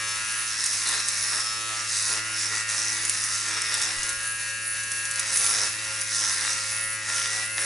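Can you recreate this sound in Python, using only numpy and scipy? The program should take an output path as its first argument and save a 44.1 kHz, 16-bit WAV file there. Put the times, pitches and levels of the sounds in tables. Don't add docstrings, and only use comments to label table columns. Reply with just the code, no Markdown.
import sys
import numpy as np
from scipy import signal
from scipy.fft import rfft, irfft, next_fast_len
from scipy.io import wavfile
from scipy.ndimage import uniform_filter1d, map_coordinates

SR = 44100
rng = np.random.default_rng(int(sys.argv[2]) if len(sys.argv) > 2 else 0)


def transcribe(u):
    v = np.clip(np.atleast_2d(u).T, -1, 1)
    q = np.round(v * 32767).astype(np.int16)
    wavfile.write(sys.argv[1], SR, q)


N = 337365

# time in seconds, share lifted off the skin, share under the chin.
HOLD = [(0, 1, 0.7), (.13, 1, 0.3), (.2, 0.3, 0.25), (.45, 0.46, 0.55), (.6, 0.3, 0.24), (1.42, 0.7, 0.2),
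        (1.54, 1, 0.03), (1.72, 1, 0.14), (1.9, 0.25, 0.15), (4.08, 0.12, 0), (4.26, 0.35, 0.94),
        (4.4, 0.08, 1), (5.08, 0, 1), (5.22, 0.05, 0.18), (6.56, 0.05, 0), (6.64, 0.18, 0),
        (7.0, 0.07, 0.16), (7.08, 0.03, 0.03)]
KNOCKS = [(0.08, 0.7), (.32, 0.5), (0.55, 0.75), (.68, 0.45), (0.84, 0.35)]


def housing(turns):
    # multiple of the motor speed, relative level in dB.
    in_air = [(8, -14), (9, -13), (10, -8), (11, -4), (12, 2), (13, -6.5), (14, -12), (15, -5), (16, -5),
              (17, 3), (18, -4), (19, -4), (20, -16), (21, -3), (22, -13), (23, -4), (24, -6), (25, -2.5),
              (26, -7), (27, -10), (28, -13)]
    under_chin = [(8, -26), (9, -17), (10, -14), (11, -18), (12, -9), (13, -9), (14, -8), (15, 2),
                  (16, -1.5), (17, -1.5), (18, -12), (19, -12), (20, -9), (21, -11), (22, -9), (23, -12),
                  (24, -4), (25, -3), (26, -13), (27, -9), (28, -23)]
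    on_face = [(8, -20), (9, -16.5), (10, -15.5), (11, -15), (12, -10.5), (13, -0.5), (14, -10), (15, -4),
               (16, -5.5), (17, -3.5), (18, -1.5), (19, -6.5), (20, -4.5), (21, -11), (22, -9.5),
               (23, -10.5), (24, -7), (25, -5), (26, -9), (27, -12), (28, -17)]
    lifted, chin = np.clip(curves(HOLD), 0, 1)
    face = np.clip(1 - lifted - chin, 0, 1)
    shares = np.array([lifted, chin, face])
    gains = amp([[db for _, db in hold] for hold in (in_air, under_chin, on_face)])
    gains = gains / np.linalg.norm(gains, axis=1, keepdims=True)
    buzz = np.zeros(N)
    for (multiple, _), sizes in zip(in_air, gains.T):
        timing = np.angle(sum(size * np.exp(-2j * np.pi * multiple * phase) for phase, size in KNOCKS))
        grip = amp((2 + 1.6 * face) * wobble(9))
        shell_shift = 1.1 * rng.standard_normal()
        tone = np.cos(2 * np.pi * multiple * turns + timing + shell_shift)
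        buzz += np.sqrt(sizes ** 2 @ shares) * grip * tone
    return unit(buzz)


def rattle(turns):
    # frequency in Hz, relative level in dB.
    colour = [(150, -27.5), (400, -31), (750, -18), (1050, -8), (1250, -6), (1400, 1), (1520, -7),
              (1700, 1.5), (1900, 2.5), (2300, -4), (2700, -4), (3200, -8.5), (3750, -5.5), (4200, -8),
              (5000, -4), (9000, -45)]
    knocks = sum(size * strikes(turns, phase, play=0.026, scatter_db=5) for phase, size in KNOCKS)
    chafing = 1.1 * rng.standard_normal(N)
    return patchy(coloured(unit(knocks) + chafing, colour), depth_db=1.1)


def strokes():
    # start, deepest point and end in seconds, speed lost in Hz, cutting level in relative dB.
    stubble_strokes = [(0.143, 0.28, 0.65, 0.16, -41), (0.467, 0.766, 0.88, 4.98, -34.5),
                       (0.819, 0.915, 1.22, 2.6, -36.5), (1.029, 1.24, 1.56, 3.2, -36),
                       (1.778, 2.02, 2.25, 2.94, -32.5), (2.319, 2.429, 2.72, 2.24, -36),
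                       (2.66, 2.726, 2.98, 1.14, -34.5), (2.701, 3.353, 3.62, 3.44, -36.5),
                       (3.432, 3.877, 4.16, 1.31, -42.5), (5.11, 5.537, 5.82, 4.1, -36),
                       (5.6, 6.008, 6.1, 1.08, -44), (5.988, 6.269, 6.96, 3.32, -35),
                       (6.96, 7.158, 7.56, 2.1, -38), (7.35, 7.633, 7.4, 0.42, -37)]
    full_cut_depth, full_bite_hz = 0.59, 2.18
    t = np.arange(N) / SR
    sag_hz, cutting = np.zeros((2, N))
    for start, deepest, end, drop_hz, db in stubble_strokes:
        depth = np.sin(np.pi / 2 * np.interp(t, [start, deepest, end], [0, 1, 0])) ** 1.61
        sag_hz = sag_hz + drop_hz * depth
        cutting = together(cutting, amp(db) * np.minimum(depth / full_cut_depth, 1))
    return sag_hz, np.clip(sag_hz / full_bite_hz, 0, 1), cutting


def cutter(turns, load, lifted):
    # frequency in Hz, relative level in dB.
    colour = [(900, -26), (2500, -10), (3150, -23), (3750, 3.5), (4200, -1), (4700, 1), (5600, 7.5),
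              (6100, 6), (6500, 7), (7000, 2.5), (8200, 4), (8800, 4.5), (10200, 3), (11200, -5)]
    hairs_per_s = 3000
    crossing = .5 + gate(turns, 0.29, sharp=0.81) + 1.6 * gate(turns, 0.65, sharp=0.93)
    sizes = amp(2 * np.minimum(rng.exponential(size=N), 3.2))
    hairs = (rng.random(N) < hairs_per_s / SR) * rng.standard_normal(N) * sizes
    scrape = (unit(hairs) + rng.standard_normal(N)) * crossing * amp(wobble(170) + 0.41 * wobble(30))
    crackle = patchy(coloured(scrape, colour), depth_db=1.3)
    cut_share = np.clip(1.7 * load + .14 - .11 * lifted, .03, .95)
    flutter = amp(-1 + wobble(60))
    return np.sqrt(1 - cut_share) * flutter * free_blade(turns, lifted) + np.sqrt(cut_share) * crackle


def free_blade(turns, lifted, size=2048, overtones=102):
    # frequency in Hz, relative level in dB.
    colour = [(2400, -27), (3100, -0.5), (3700, 4), (4150, -1.5), (4400, 7), (4650, 1), (5300, 2.5),
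              (6300, 3.5), (7500, 1.5), (11000, 0)]
    within = np.arange(size) / size
    knocks = sum(force * np.exp(-((within - phase) % 1) / 0.1) for phase, force in KNOCKS)
    spectrum = rfft(knocks * rng.standard_normal(size))[:overtones]
    one_turn = irfft(spectrum / np.abs(spectrum) * amp(2.55 * rng.standard_normal(overtones)), size)
    buzz = coloured(np.interp(turns, within, one_turn, period=1), colour)
    lowest = filtered(buzz, lambda hz: np.exp(-((hz - 3650) / 550) ** 2))
    return buzz + (0.48 * lifted - .45) * lowest


def blade_ring(turns, speed_hz, load):
    # start and length in seconds, relative level in dB, pitch in Hz, share of slap from 0 to 1.
    catches = [(-.02, 0.07, -32, 5440, 0), (0.062, 0.092, -28.5, 5350, 0.24),
               (.46, 0.32, -28.5, 5410, 0.46), (.862, 0.033, -24, 4100, 0.14), (.91, .12, -33, 4000, 0),
               (.93, 0.49, -29.5, 5370, 0.06), (1.412, 0.17, -28.5, 5360, 0), (1.572, 0.1, -34, 5450, 0.03),
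               (1.753, 0.072, -30.5, 5550, 0.2), (1.872, 0.21, -37, 5200, 0.32),
               (2.2, 0.15, -34.5, 5370, 0.17), (2.344, 0.14, -27.5, 5420, 0.1), (2.73, 0.21, -27, 5810, 1),
               (3.3, 0.088, -28.5, 5580, 0.79), (3.497, 0.3725, -36, 3616, 0.02),
               (3.512, 0.39, -30.5, 5400, 0), (3.809, 0.055, -25.5, 5500, 0.7),
               (4.125, 0.063, -33, 5393, 0.17), (5.5, 0.15, -25, 5644, 0.72), (6.161, 0.15, -25, 5660, 0.7),
               (6.475, 0.071, -27, 5560, 0.5), (7.082, 0.17, -30, 5665, 0.78)]
    from_peak_s = ((turns + .3) % 1 - .5) / speed_hz
    window = gate(turns, .2, sharp=2.6)
    stray = wobble(560) + 1j * wobble(560) + 0.4 * (wobble(1500) + 1j * wobble(1500))
    stray = unit((window + 0.15) * np.abs(stray)) * np.exp(1j * np.angle(stray))
    bent_s = np.cumsum(1 + .012 * wobble(25)) / SR
    rough = np.clip(2.4 * load - .15, .01, .9)
    contact = gate(turns, .18, sharp=16) * rng.standard_normal(N) * amp(2 * wobble(110))
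    slap = coloured(contact, [(4200, -24), (5300, 0), (6400, 0), (7000, -13), (8000, -7), (9500, -20)])
    rub = (window + .5) * rng.standard_normal(N)
    chafe = coloured(rub, [(4100, -17), (4800, -1), (5500, -1), (6400, -8), (7100, -14)])
    out = amp(-32.5) * load * chafe
    for start, length, db, ring_hz, slap_share in catches:
        gain = amp(db) * swell(start, length)
        on = np.flatnonzero(gain)
        even = unit(window[on] * np.sin(2 * np.pi * ring_hz * from_peak_s[on]))
        ragged = unit(np.real(stray[on] * np.exp(2j * np.pi * ring_hz * bent_s[on])))
        chirp = np.sqrt(1 - rough[on]) * even + np.sqrt(rough[on]) * ragged
        out[on] += gain[on] * (np.sqrt(1 - slap_share) * chirp + np.sqrt(slap_share) * slap[on])
    return out


def comb_hiss(turns, chin, bite):
    # start in seconds, length in seconds, relative level in dB.
    skims = [(0.082, 0.36, -39), (0.692, 0.28, -34.5), (1.22, 0.16, -32), (2, 0.14, -31),
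             (2.69, 0.46, -35.5), (3.651, 0.071, -31.5), (4.042, 0.29, -33), (5.323, 0.24, -29),
             (5.497, 0.561, -37.5), (6.677, 0.29, -35.5), (6.709, 0.15, -31), (7.303, 0.44, -37.5)]
    # pitch in Hz, width in Hz, relative level in dB.
    resonances = [(10650, 330, -13), (10040, 600, 12), (10430, 420, 5)]
    skimming = [amp(db) * swell(start, length) for start, length, db in skims]
    gain = together(*skimming, amp(-39.5), amp(-35) * chin, amp(-39) * bite) * amp(2.5 * wobble(8.5))
    rub = (0.45 + gate(turns, 0.25, sharp=3.8)) * rng.standard_normal(N) * amp(1.1 * wobble(90))
    return gain * ringing(rub, resonances)


def hair_snaps():
    # time in seconds, relative level in dB.
    snaps = [(0.599, -9), (0.64, 0), (0.66, 2), (.73, -3), (0.8882, 0), (1.085, 0.5), (3.0509, -0.5),
             (3.0957, 3), (3.239, -2), (3.349, -12), (3.6181, -3), (3.741, -2), (3.817, -3), (3.828, -8),
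             (4.0314, -0.5), (4.0915, -1.5), (4.834, -6), (4.917, -2.5), (5.0532, -4), (5.1123, -4),
             (5.158, -4.5), (5.195, 2), (5.317, -13), (5.33, -3), (5.34, -5), (5.36, -2), (5.3723, 1.5),
             (5.443, 0.5), (5.464, 0), (6.0126, -1.5), (6.164, -9), (6.481, -7)]
    colour = [(300, -54), (1500, -20), (4200, -8.5), (6200, 1), (7500, -1.5), (8600, -0.5), (10300, 2)]
    t = np.arange(SR // 20) / SR
    crunch = 1.35 * (1 - np.exp(-t / .0004)) * amp(-60 * t / 0.012)
    way_back = 0.3 * (t > .0046) * amp(-60 * np.abs(t - .0046) / 0.035)
    times, db = np.transpose(snaps)
    bursts = signal.fftconvolve(pulses(np.round(times * SR), amp(db)), crunch + way_back)[:N]
    return amp(-7.5) * bursts * coloured(rng.standard_normal(N), colour)


def hum(turns, low_gain_db):
    # time in seconds, level of the lowest note in dB.
    levels = [(0, -46.5), (.3, -53), (.9, -51), (1.7, -49), (2.4, -46.5), (3.7, -49), (4.3, -49.5),
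              (5.2, -48.5), (6.2, -48.5), (7.65, -47.5)]
    # multiple of the motor speed, relative dB on the lip and on the jaw,
    # how strongly it follows the skin's muffling.
    overtones = [(2, -17, -17.5, 0.49), (3, -9, -9, 0.86), (4, -15, -14, 1.85), (5, -9.5, -4.5, 0.79),
                 (6, -13, -12, 1.1), (7, -14.5, -14, 1.6)]
    level_db, = curves(levels)
    jaw = np.interp(np.arange(N) / SR, (3.795, 3.66), [0, 1])
    upper = np.zeros(N)
    for multiple, lip_db, jaw_db, follows in overtones:
        contact_db = follows * (low_gain_db + 2.4 * wobble(8))
        gain = amp(lip_db + (jaw_db - lip_db) * jaw + contact_db + 1.5 * wobble(30))
        upper += gain * np.sin(2 * np.pi * (multiple * turns + rng.random() + .03 * wobble(40)))
    return amp(level_db + 0.48 * wobble(11)) * np.sin(2 * np.pi * turns) + amp(level_db) * upper


def bathroom(x):
    # frequency in Hz, seconds the echo takes to fade by 60 dB.
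    fade_times = [(200, 1), (2000, 0.91), (10000, 0.18)]
    hz, t, noise = signal.stft(rng.standard_normal((2, SR // 2)), SR, nperseg=256)
    tail = signal.istft(noise * amp(-60 * t / along(fade_times, hz)[:, None]), SR, nperseg=256)[1]
    tail = np.pad(tail / np.linalg.norm(tail[0]), ((0, 0), (SR // 300, 0)))
    return signal.fftconvolve(x[None], tail, axes=1)[:, :N]


def microphone_pair(x):
    # frequency in Hz, left level minus right level in dB.
    balance = [(110, 11), (600, -5.5), (1120, -1.5), (1900, 1.5), (3000, 3), (6000, -1.5), (11000, -1)]
    sides = np.array([[.5], [-.5]])
    skew = lambda hz: 0.37 * np.exp(-(np.log((hz + 1) / 2500) / 0.75) ** 2)
    return filtered(x, lambda hz: amp(along(balance, hz) * sides) * np.exp(1j * skew(hz) * sides))


def bumps():
    # time in seconds, level in dB.
    soft_bumps = [(3.966, -46), (3.995, -41), (4.04, -49), (4.14, -47), (4.18, -51)]
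    colour = [(8, -24), (25, 2), (55, -1), (110, -15), (300, -38), (1000, -76)]
    t = np.arange(N) / SR
    gain = sum(amp(db) * np.exp(-((t - at) / 0.014) ** 2) for at, db in soft_bumps)
    return gain * coloured(rng.standard_normal(N), colour)


def room_rumble():
    # frequency in Hz, relative level in dB.
    colour = [(5, -18), (22, -9), (45, -12), (80, -10), (200, -13.5), (500, -16.5), (10000, -26)]
    return amp(-51.5) * coloured(rng.standard_normal(N) + rng.standard_normal((2, N)), colour)


def amp(db):
    return 10 ** (np.asarray(db) / 20)


def unit(x):
    return x / np.sqrt(np.mean(x ** 2) + 1e-20)


def together(*gains):
    return np.sqrt(sum(g ** 2 for g in gains))


def along(points, hz):
    f, v = np.transpose(points)
    return np.interp(np.log(hz + 1), np.log(f + 1), v)


def curves(rows):
    times, *columns = np.transpose(rows)
    return [np.interp(np.arange(N) / SR, times, column) for column in columns]


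def wobble(rate):
    return map_coordinates(rng.standard_normal(int(N * rate / SR) + 4), [np.arange(N) * rate / SR])


def swell(start, length, attack_s=0.019, release_s=0.033):
    t = np.arange(N) / SR
    return np.clip(np.minimum((t - start) / attack_s, (start + length - t) / release_s) + .5, 0, 1)


def gate(turns, phase, sharp):
    return np.exp(sharp * (np.cos(2 * np.pi * (turns - phase)) - 1))


def pulses(at, sizes):
    taps = np.floor(at).astype(int)[:, None] + np.arange(-7, 9)
    away = taps - at[:, None]
    shape = np.sinc(away) * np.cos(np.pi * away / 16) ** 2
    inside = (taps >= 0) & (taps < N)
    return np.bincount(taps[inside], (shape * sizes[:, None])[inside], N)


def strikes(turns, phase, play, scatter_db):
    due = np.arange(int(turns[-1])) + phase
    chance = rng.standard_normal((SR // 10, 2))[:len(due)]
    at = np.interp(due + play * chance[:, 0], turns, np.arange(N), left=-SR, right=-SR)
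    return pulses(at, amp(scatter_db * chance[:, 1]))


def filtered(x, response):
    size = 2 * next_fast_len(N // 2 + SR // 4)
    return irfft(rfft(x, size) * response(np.fft.rfftfreq(size, 1 / SR)), size)[..., :N]


def coloured(x, points):
    def response(hz):
        cepstrum = irfft(np.log(amp(along(points, hz))))
        half = len(cepstrum) // 2
        return np.exp(rfft(np.r_[cepstrum[0], 2 * cepstrum[1:half], np.zeros(half)]))
    return unit(filtered(x, response))


def ringing(x, modes):
    def response(hz):
        return sum(amp(db) * (2j * hz * width / (pitch ** 2 - hz ** 2 + 2j * hz * width)) ** 2
                   for pitch, width, db in modes)
    return unit(filtered(x, response))


def patchy(x, depth_db):
    spectra = signal.stft(x, nperseg=512)[2]
    patches = rng.standard_normal(spectra.shape)
    for _ in range(2):
        patches = uniform_filter1d(uniform_filter1d(patches, size=5, axis=0), size=16, axis=1)
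    return unit(signal.istft(spectra * amp(depth_db * unit(patches)), nperseg=512)[1][:N])


def scene():
    # start in seconds, length in seconds, force from 0 to 1.
    presses = [(0.147, 0.3, 0.5), (.5, 0.063, 0.37), (0.854, 0.16, 0.84), (1.313, 0.1, 0.65),
               (1.687, 0.16, 0.42), (2.086, 0.12, 0.83), (2.244, 0.13, 0.43), (2.507, 0.12, 0.7),
               (2.687, 0.37, 0.54), (3.473, 0.11, 0.66), (3.571, 0.15, 0.58), (3.714, 0.22, 0.74),
               (3.933, 0.19, 0.54), (4.193, 0.091, 0.33), (4.389, 0.13, 0.34), (4.749, 0.071, 0.39),
               (4.9, 0.29, 0.34), (5.173, 0.2, 0.46), (5.389, 0.3, 0.9), (5.78, 0.26, 0.44),
               (6.2, 0.34, 0.65), (6.703, 0.12, 0.29), (7.076, 0.14, 0.67), (7.226, 0.23, 0.58),
               (7.569, 0.11, 0.75)]
    free_hz, slowing_hz_per_s = 109.45, .06
    sag_hz, bite, cutting = strokes()
    lifted, chin = np.clip(curves(HOLD), 0, 1)
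    press = sum(force * swell(start, length) for start, length, force in presses)
    speed_hz = free_hz - slowing_hz_per_s * np.arange(N) / SR - sag_hz
    turns = np.cumsum(speed_hz + (0.0751 + 0.095 * bite) * wobble(22)) / SR

    buzz_gain = amp(-33.6 + 0.8 * lifted + 0.5 * chin + 1.8 * press - 1.05 * sag_hz)
    rattle_gain = together(amp(-47.3), amp(-35) * bite, amp(-31.5) * press)
    cut_gain = together(cutting * amp(1.2 * wobble(16)), amp(-41.5), amp(-39) * lifted, amp(-35.5) * press)
    load = 1 / (1 + (buzz_gain / rattle_gain) ** 2)
    low_gain_db = -1.7 - 0.5 * bite - 3 * chin + 5 * lifted + 9 * press ** 2

    body = buzz_gain * housing(turns) + rattle_gain * rattle(turns)
    low_notes = filtered(body, lambda hz: 1 / (1 + (hz / 950) ** 6))
    body = body + (amp(low_gain_db) - 1) * low_notes
    head = amp(6.5) * cut_gain * cutter(turns, load, lifted)
    head += amp(-3.5) * blade_ring(turns, speed_hz, load) + comb_hiss(turns, chin, bite) + hair_snaps()
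    echo = bathroom(amp(-11) * body + amp(-7) * head)
    trimmer = microphone_pair(amp(-2) * (body + head + echo))
    return trimmer + hum(turns, low_gain_db) + bumps() + room_rumble()


def record(dry, top_hz=11050):
    return filtered(dry, lambda hz: np.clip((top_hz - hz) / 100 + .5, 0, 1))


dry = scene()
out = record(dry)
transcribe(out)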